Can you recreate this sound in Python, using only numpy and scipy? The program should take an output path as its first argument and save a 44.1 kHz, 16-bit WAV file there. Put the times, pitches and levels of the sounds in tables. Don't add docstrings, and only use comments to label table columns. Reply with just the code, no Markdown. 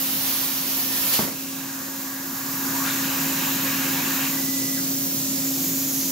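import sys
import numpy as np
from scipy import signal
from scipy.fft import rfft, irfft, next_fast_len
from scipy.io import wavfile
from scipy.ndimage import uniform_filter1d

SR = 44100
rng = np.random.default_rng(int(sys.argv[2]) if len(sys.argv) > 2 else 0)


def volts(x):
    e = np.asarray(x, float) / 20
    return 10 ** e


def waveform_to_disk(signal):
    frames = np.transpose(np.atleast_2d(signal))
    scaled = np.clip(frames, -1, 1) * 32767
    samples = np.round(scaled).astype(np.int16)
    wavfile.write(sys.argv[1], SR, samples)


N = 269451
TIME = np.arange(N) / SR
BLOCK = 1024
HZ = np.maximum(np.fft.rfftfreq(BLOCK, 1 / SR), 10)[:, None]

# pitch_hz, level_db
RUMBLE_COLOUR = [(20, -34), (45, -35), (62, -32), (78, -26), (90, -15), (125, -9), (170, -3.5), (225, -1),
                 (290, -4.5), (335, -6), (400, -14.5), (460, -16.5), (560, -15), (900, -29)]
RUMBLE_DB, RUMBLE_ARC_DB, RUMBLE_TRAVERSE_DB = -41, 1.5, 0.75
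BLADE_HZ, LOADED_BLADE_HZ, SPIN_UP_S = 270.0, 267.4, .2
BLADE_DB, BLADE_WAVER_DB = -31.5, 1
SAG_S, SAG_LENGTH_S, SAG_DB = 1.154, 0.032, -8

# pitch_hz, width_hz, lift_db
ROOM_RINGS = [(535, 34, 2), (914, 9.7, -1), (970, 7.3, 0), (1142, 11, 3), (1400, 34, 2.5), (1626, 16, 2.5),
              (1840, 19, 3.5)]
ROOM_T60_S, ROOM_DB = 0.26, -7

# start_s, end_s, pitch_hz, level_db, swell_db (change by the end)
WHINES = [
    (.76, 1.19, 1790, -45.5, 6),
    (4.31, 4.82, 1991, -45, 1.5),
    (3.0, 6.0, 157, -45, -2),
]
FLUTTER_HZ, FLUTTER_CREST_S = 20.2, 4.738

# time_s, length_s, pitch_hz, glide_hz_per_s, level_db
JOLTS = [
    (1.15, 0.027, 2600, 0, -34),
    (1.17, 0.035, 4620, 0, -28.5),
    (1.699, 0.093, 1650, -1, -48),
    (2.866, 0.097, 1306, 3996, -38),
    (2.906, 0.027, 3720, 0, -39),
    (4.213, .04, 2760, 0, -41),
    (4.785, .018, 1616, -14000, -43),
]
JOLT_WIDTH_SHARE = 0.23

# start_s, end_s, roar_db, upper_db (upper frame rings, relative)
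MOVES = [
    (1.21, 1.955, -42.5, -1.5),
    (1.5, 3.097, -36, -18.5),
    (2.794, 4.592, -35.5, -5.5),
]
SPEED_UP_S, SLOW_DOWN_S, MOVE_SWELL_DB_PER_S = 0.17, 0.35, 1.1
KICK_S, KICK_LENGTH_S, KICK_DB = 2.875, 0.031, 8
# pitch_hz, width_hz, level_db
FRAME_LOWER = [(903, 280, 2.5), (1150, 59, 3.5), (1456, 58, 0.5), (1650, 180, 2.5), (1840, 440, -5.5)]
FRAME_UPPER = [(2600, 670, 0), (2740, 83, -1), (3930, 370, -3)]

# time_s, strength_db, facing (how squarely the microphones face it, about 0-1)
AIR = [(1.2, 3, 0), (1.35, -2.5, 0.6), (1.7, -0.6, 0.36), (2.1, -1, .8), (2.4, -0.5, 0.94), (2.65, 0, 1.05),
       (2.9, 0, .6), (3.5, 0.1, 1), (4.2, 0.1, .9), (4.7, -1.5, 0.45), (5.15, -3, 1.1), (5.3, -.6, .3),
       (5.7, 1.5, 1), (5.85, 0.8, .8), (5.95, 3.5, 0.9), (6.11, 2.2, .8)]
# pitch_hz, level_db
AIR_COLOUR = [(150, -44), (550, -9), (1500, -12.5), (3000, -9.5), (4200, -6.5), (5800, -3), (7000, -1),
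              (7600, -5), (8200, -8.5), (9500, -9), (10500, -9), (12000, -6), (13500, -4), (15800, -4.5)]
JET_DB, TOP_DB = -33.5, 5
NOZZLE_HZ, SLIDE_FROM_S, SLIDE_HZ_PER_S = 7050, 5.7, -2600
BOOST_DB, BOOST_PER_DB = 1.4, 1.47

# time_s, level_db
ARC = [
    (0, -27),
    (.4, -25.5),
    (.85, -27.5),
    (.97, -25),
    (1.12, -24.5),
    (1.14, -21.5),
    (1.2, -25.5),
    (1.26, -31.5),
    (1.34, -43),
]
# pitch_hz, level_db
ARC_COLOUR = [(150, -18), (500, -10), (1000, -6.5), (1400, -9), (2100, -9), (3000, -5.5), (4500, -5),
              (5800, -4.5), (7300, -7), (7900, -11.5), (10000, -9), (10700, -5), (12200, -2), (15800, -1.5)]
SIZZLE_DB, SIZZLE_PER_DB = 0.5, -0.07

POP_S, POP_DB, THUMP_DB, POP_TAIL_DB = 1.1920, -8.5, -13.5, -22.5
# pitch_hz, level_db
POP_TAIL_COLOUR = [(24, -46), (40, -29), (112, 0), (376, 0.5), (733, -6), (1130, -6), (1510, -12),
                   (2170, -7.5), (3000, -24), (3900, -47), (6600, -120)]

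# pitch_hz, likeness (0-1)
LIKENESS = [(25, 0.4), (70, 0.97), (130, 0.95), (300, 0.86), (550, 0.45), (1000, 0.38), (2700, 0.43),
            (5300, 0.47), (7200, 0.55), (8300, 0.55), (9700, 0.05), (12000, 0.5), (13300, 0.25),
            (15000, 0.3)]
# pitch_hz, difference_db
LEAN = [(60, 0.5), (600, -0.4), (1400, 2.5), (2000, 0.5), (2500, 2.5), (4000, -1.5), (5500, -2.1),
        (7000, 1), (8500, 0), (9500, -2.5), (11500, -4.5), (13300, -5), (14300, -.6), (16000, -1.1)]
# time_s, right_lag_us (right microphone's delay in microseconds)
LAG = [
    (0, 30),
    (1.1, 30),
    (1.9, 22),
    (3.0, 9),
    (4.2, 9),
    (4.7, 45),
    (5.3, 50),
    (5.6, -5),
    (6.11, -8),
]
DUCK_DB, RECOVER_FROM_S, RECOVER_TO_S = -6, 2.31, 2.8
TOP_CUT_HZ = 15745


def columns(rows, t):
    s, *values = np.transpose(rows)
    return [np.interp(t, s, v) for v in values]


def at_hz(points, wanted_hz=HZ):
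    hz, value = np.transpose(points)
    return np.interp(np.log(wanted_hz), np.log(np.maximum(hz, 10)), value)


def gate(start, end, rise, fall):
    return np.clip((TIME - start) / rise, 0, 1) * np.clip((end - TIME) / fall, 0, 1)


def bump(t, centre, length):
    return np.exp(-.5 * ((t - centre) / length) ** 2)


def drift(per_s, rows=1):
    width = max(1, round(SR / 256 / per_s / 2))
    white = rng.standard_normal((rows, N // 256 + 200))
    smooth = uniform_filter1d(uniform_filter1d(white, width), width)[:, 100:]
    return smooth / smooth.std()


def wobble(per_s):
    return np.interp(np.arange(N) / 256, np.arange(N // 256 + 100), drift(per_s)[0])


def rings(table):
    return sum(volts(2 * db) / (1 + (2 * (HZ - hz) / width) ** 2) for hz, width, db in table)


def air_noise(power, low_hz, high_hz, gust_db, patch_db, direct=1.0):
    white = rng.standard_normal((3, N))
    _, t, (shared, left, right) = signal.stft(white, SR, nperseg=BLOCK, noverlap=768)
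    shape = np.sqrt(power(t)) * np.ones(shared.shape)
    inside = (HZ[:, 0] > low_hz) & (HZ[:, 0] < high_hz)
    shape = shape / np.sqrt(np.sum(shape[inside] ** 2, 0) / len(HZ))
    band = (3 * np.log2(HZ[:, 0] / 10)).astype(int)
    flicker = gust_db * drift(8.7) + patch_db * drift(10, rows=40)[band]
    alike = np.clip(direct * at_hz(LIKENESS), 0, .99)
    lean = volts(at_hz(LEAN) / 2)
    late = np.exp(-2j * np.pi * HZ * columns(LAG, t)[0] * 1e-6)
    shape = shape * volts(flicker[:, :len(t)]) * np.sqrt(2 / (1 + alike * late.real))
    shared, diffuse = np.sqrt(alike) * shared, np.sqrt(1 - alike)
    left = shape * lean * (shared + diffuse * left)
    right = shape / lean * (shared * late + diffuse * right)
    return signal.istft(np.array([left, right]), SR, nperseg=BLOCK, noverlap=768)[1][:, :N]


def moving(t, start, end):
    return np.clip((t - start) / SPEED_UP_S, 0, 1) * np.clip((end - t) / SLOW_DOWN_S, 0, 1) ** 2


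def workshop(x):
    size = next_fast_len(N + SR)
    hz = np.fft.rfftfreq(size, 1 / SR)
    t = np.arange(SR // 2) / SR
    echoes = rng.standard_normal(len(t)) * volts(-60 * t / ROOM_T60_S) * (t > .004)
    echoes = echoes / np.linalg.norm(echoes)
    response = 1 + volts(ROOM_DB) * rfft(echoes, size) / (1 + hz / 6000)
    lift_db = sum(db / (1 + (2 * (hz - ring_hz) / width) ** 2) for ring_hz, width, db in ROOM_RINGS)
    return irfft(rfft(x, size) * response * volts(lift_db - 0.6), size)[:, :N]


def fan():
    flat = air_noise(lambda t: 1 / (1 + (HZ / 1200) ** 6), 90, 240, 0.74, 0.63)
    hz = np.maximum(np.fft.rfftfreq(N + 1, 1 / SR), 1)
    colour = volts(at_hz(RUMBLE_COLOUR, hz) + 5.0)
    traverse_start, traverse_end = MOVES[-1][:2]
    level_db = RUMBLE_DB + RUMBLE_ARC_DB * gate(-1, 1.4, .01, 0.23)
    level_db = level_db + RUMBLE_TRAVERSE_DB * moving(TIME, traverse_start, traverse_end)
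    return volts(level_db) * irfft(rfft(flat, N + 1) * colour, N + 1)[:, :N]


def fan_tone():
    spin_up = np.exp(-np.maximum(TIME - SAG_S, 0) / SPIN_UP_S)
    hz = BLADE_HZ + (LOADED_BLADE_HZ - BLADE_HZ) * spin_up
    phase = 2 * np.pi * np.cumsum(hz + 0.325 * wobble(7.9)) / SR
    level_db = BLADE_DB + SAG_DB * bump(TIME, SAG_S, SAG_LENGTH_S) + BLADE_WAVER_DB * wobble(6.3)
    tone = np.sqrt(2) * volts(level_db) * (np.sin(phase) + volts(-31) * np.sin(2 * phase))
    return tone * volts([[.55], [-.55]])


def motors():
    out = np.zeros(N)
    for start, end, hz, db, swell_db in WHINES:
        progress = (TIME - start) / (end - start)
        flutter_phase = 2 * np.pi * FLUTTER_HZ * (TIME - FLUTTER_CREST_S) + .25 * wobble(4)
        flutter = 1 + .7 * np.clip(progress, .6, 1) * np.cos(flutter_phase)
        phase = 2 * np.pi * np.cumsum(hz * (1 + .0015 * wobble(9))) / SR
        level_db = db + 3 + swell_db * progress + 1.2 * wobble(6)
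        out += volts(level_db) * gate(start, end, .025, .04) * flutter * np.sin(phase)
    return out


def jolts():
    out = 0
    for s, length, hz, glide, db in JOLTS:
        start, end = int(s * SR) - SR // 6, int(s * SR) + SR // 6
        t = TIME[start:end] - s
        low_pass = signal.butter(2, JOLT_WIDTH_SHARE * hz / 2, fs=SR, output="sos")
        band = signal.sosfilt(low_pass, rng.standard_normal((2, len(t))))
        phase = 2 * np.pi * (hz * t + glide * t ** 2 / 2)
        rattle = (band[0] * np.cos(phase) + band[1] * np.sin(phase)) / band.std()
        out = out + np.pad(volts(db) * bump(t, 0, length) * rattle, (start, N - end))
    return out * volts([[2.5], [-3.5]])


def gantry():
    def roar(t, upper):
        total = 1e-9
        for start, end, db, upper_db in MOVES:
            level_db = db + upper * upper_db + MOVE_SWELL_DB_PER_S * (t - start)
            total = total + moving(t, start, end) ** 2 * volts(2 * level_db)
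        return total

    def power(t):
        no_bass = 1 / (1 + (750 / HZ) ** 8)
        upper_share = volts(10) * roar(t, 0.82) / roar(t, 0)
        return no_bass * (rings(FRAME_LOWER) + upper_share * rings(FRAME_UPPER))

    kick = volts(-1.22 + KICK_DB * bump(TIME, KICK_S, KICK_LENGTH_S))
    level = kick * gate(MOVES[0][0], MOVES[-1][1], .01, .01) * np.sqrt(roar(TIME, 0))
    return level * air_noise(power, 800, 1920, 0.16, 1.26, direct=1.4)


def cooling_air():
    def power(t):
        strength_db, facing = columns(AIR, t)
        treble_db = TOP_DB * facing * np.clip((HZ - 10000) / 1800, 0, 1)
        nozzle_hz = NOZZLE_HZ + SLIDE_HZ_PER_S * np.maximum(t - SLIDE_FROM_S, 0)
        bands = sum(1 / (1 + ((HZ - k * nozzle_hz) / 650) ** 2) for k in (1, 1.76))
        boost_db = (BOOST_DB + BOOST_PER_DB * strength_db) * bands
        return volts(2 * (at_hz(AIR_COLOUR) + treble_db + boost_db))

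    level = volts(JET_DB + columns(AIR, TIME)[0]) * gate(1.11, 7, .12, .01)
    return level * air_noise(power, 4470, 7500, 0.24, 0.41)


def arc():
    def power(t):
        above_usual_db = np.clip(columns(ARC, t)[0] + 26, -3, 5)
        sizzle_db = (SIZZLE_DB + SIZZLE_PER_DB * above_usual_db) * (HZ > 10000)
        return volts(2 * (at_hz(ARC_COLOUR) + sizzle_db))

    level = volts(columns(ARC, TIME)[0]) * gate(-1, 1.67, .01, 0.1)
    return level * air_noise(power, 2500, 8300, 0.7, 0.73, direct=0.78)


def pop():
    after = np.maximum(TIME - POP_S, 0)
    pulse = -np.sin(2 * np.pi * after / .0013) * (after < .0013)
    later = np.maximum(after - .0003, 0)
    thump = np.sin(2 * np.pi * 225 * later) * np.exp(-later / .009)
    blow = volts(POP_DB) * pulse * volts([[-1.5], [1.5]]) + volts(THUMP_DB) * thump
    echo = volts(-9.5) * np.roll(uniform_filter1d(blow, size=30), int(0.043 * SR), axis=1)

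    def power(t):
        return volts(2 * at_hz(POP_TAIL_COLOUR)) / (1 + (HZ / 2500) ** 4)

    dying = gate(POP_S - .008, 1.45, .01, .17) * np.exp(-after / .12)
    tail = volts(POP_TAIL_DB) * dying * air_noise(power, 60, 2300, 0.51, 0.62, direct=0.77)
    no_bass = signal.butter(2, 75, "high", fs=SR, output="sos")
    return signal.sosfilt(no_bass, blow + echo + tail)


def scene():
    steady = fan() + jolts() + gantry() + cooling_air() + arc()
    return workshop(steady) + fan_tone() + motors() + pop()


def roll_off(x):
    return signal.sosfilt(signal.butter(12, 17040, fs=SR, output="sos"), x)


def record(dry):
    gain = volts(np.interp(TIME, [RECOVER_FROM_S, RECOVER_TO_S], [DUCK_DB, 0]))
    hz = np.fft.rfftfreq(N + 1, 1 / SR)
    passed = (hz < TOP_CUT_HZ) / np.sqrt(1 + (30 / np.maximum(hz, 1)) ** 4)
    mix = irfft(rfft(dry * gain, N + 1) * passed, N + 1)[:, :N]
    return roll_off(mix)


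dry = scene()
out = record(dry)
waveform_to_disk(out)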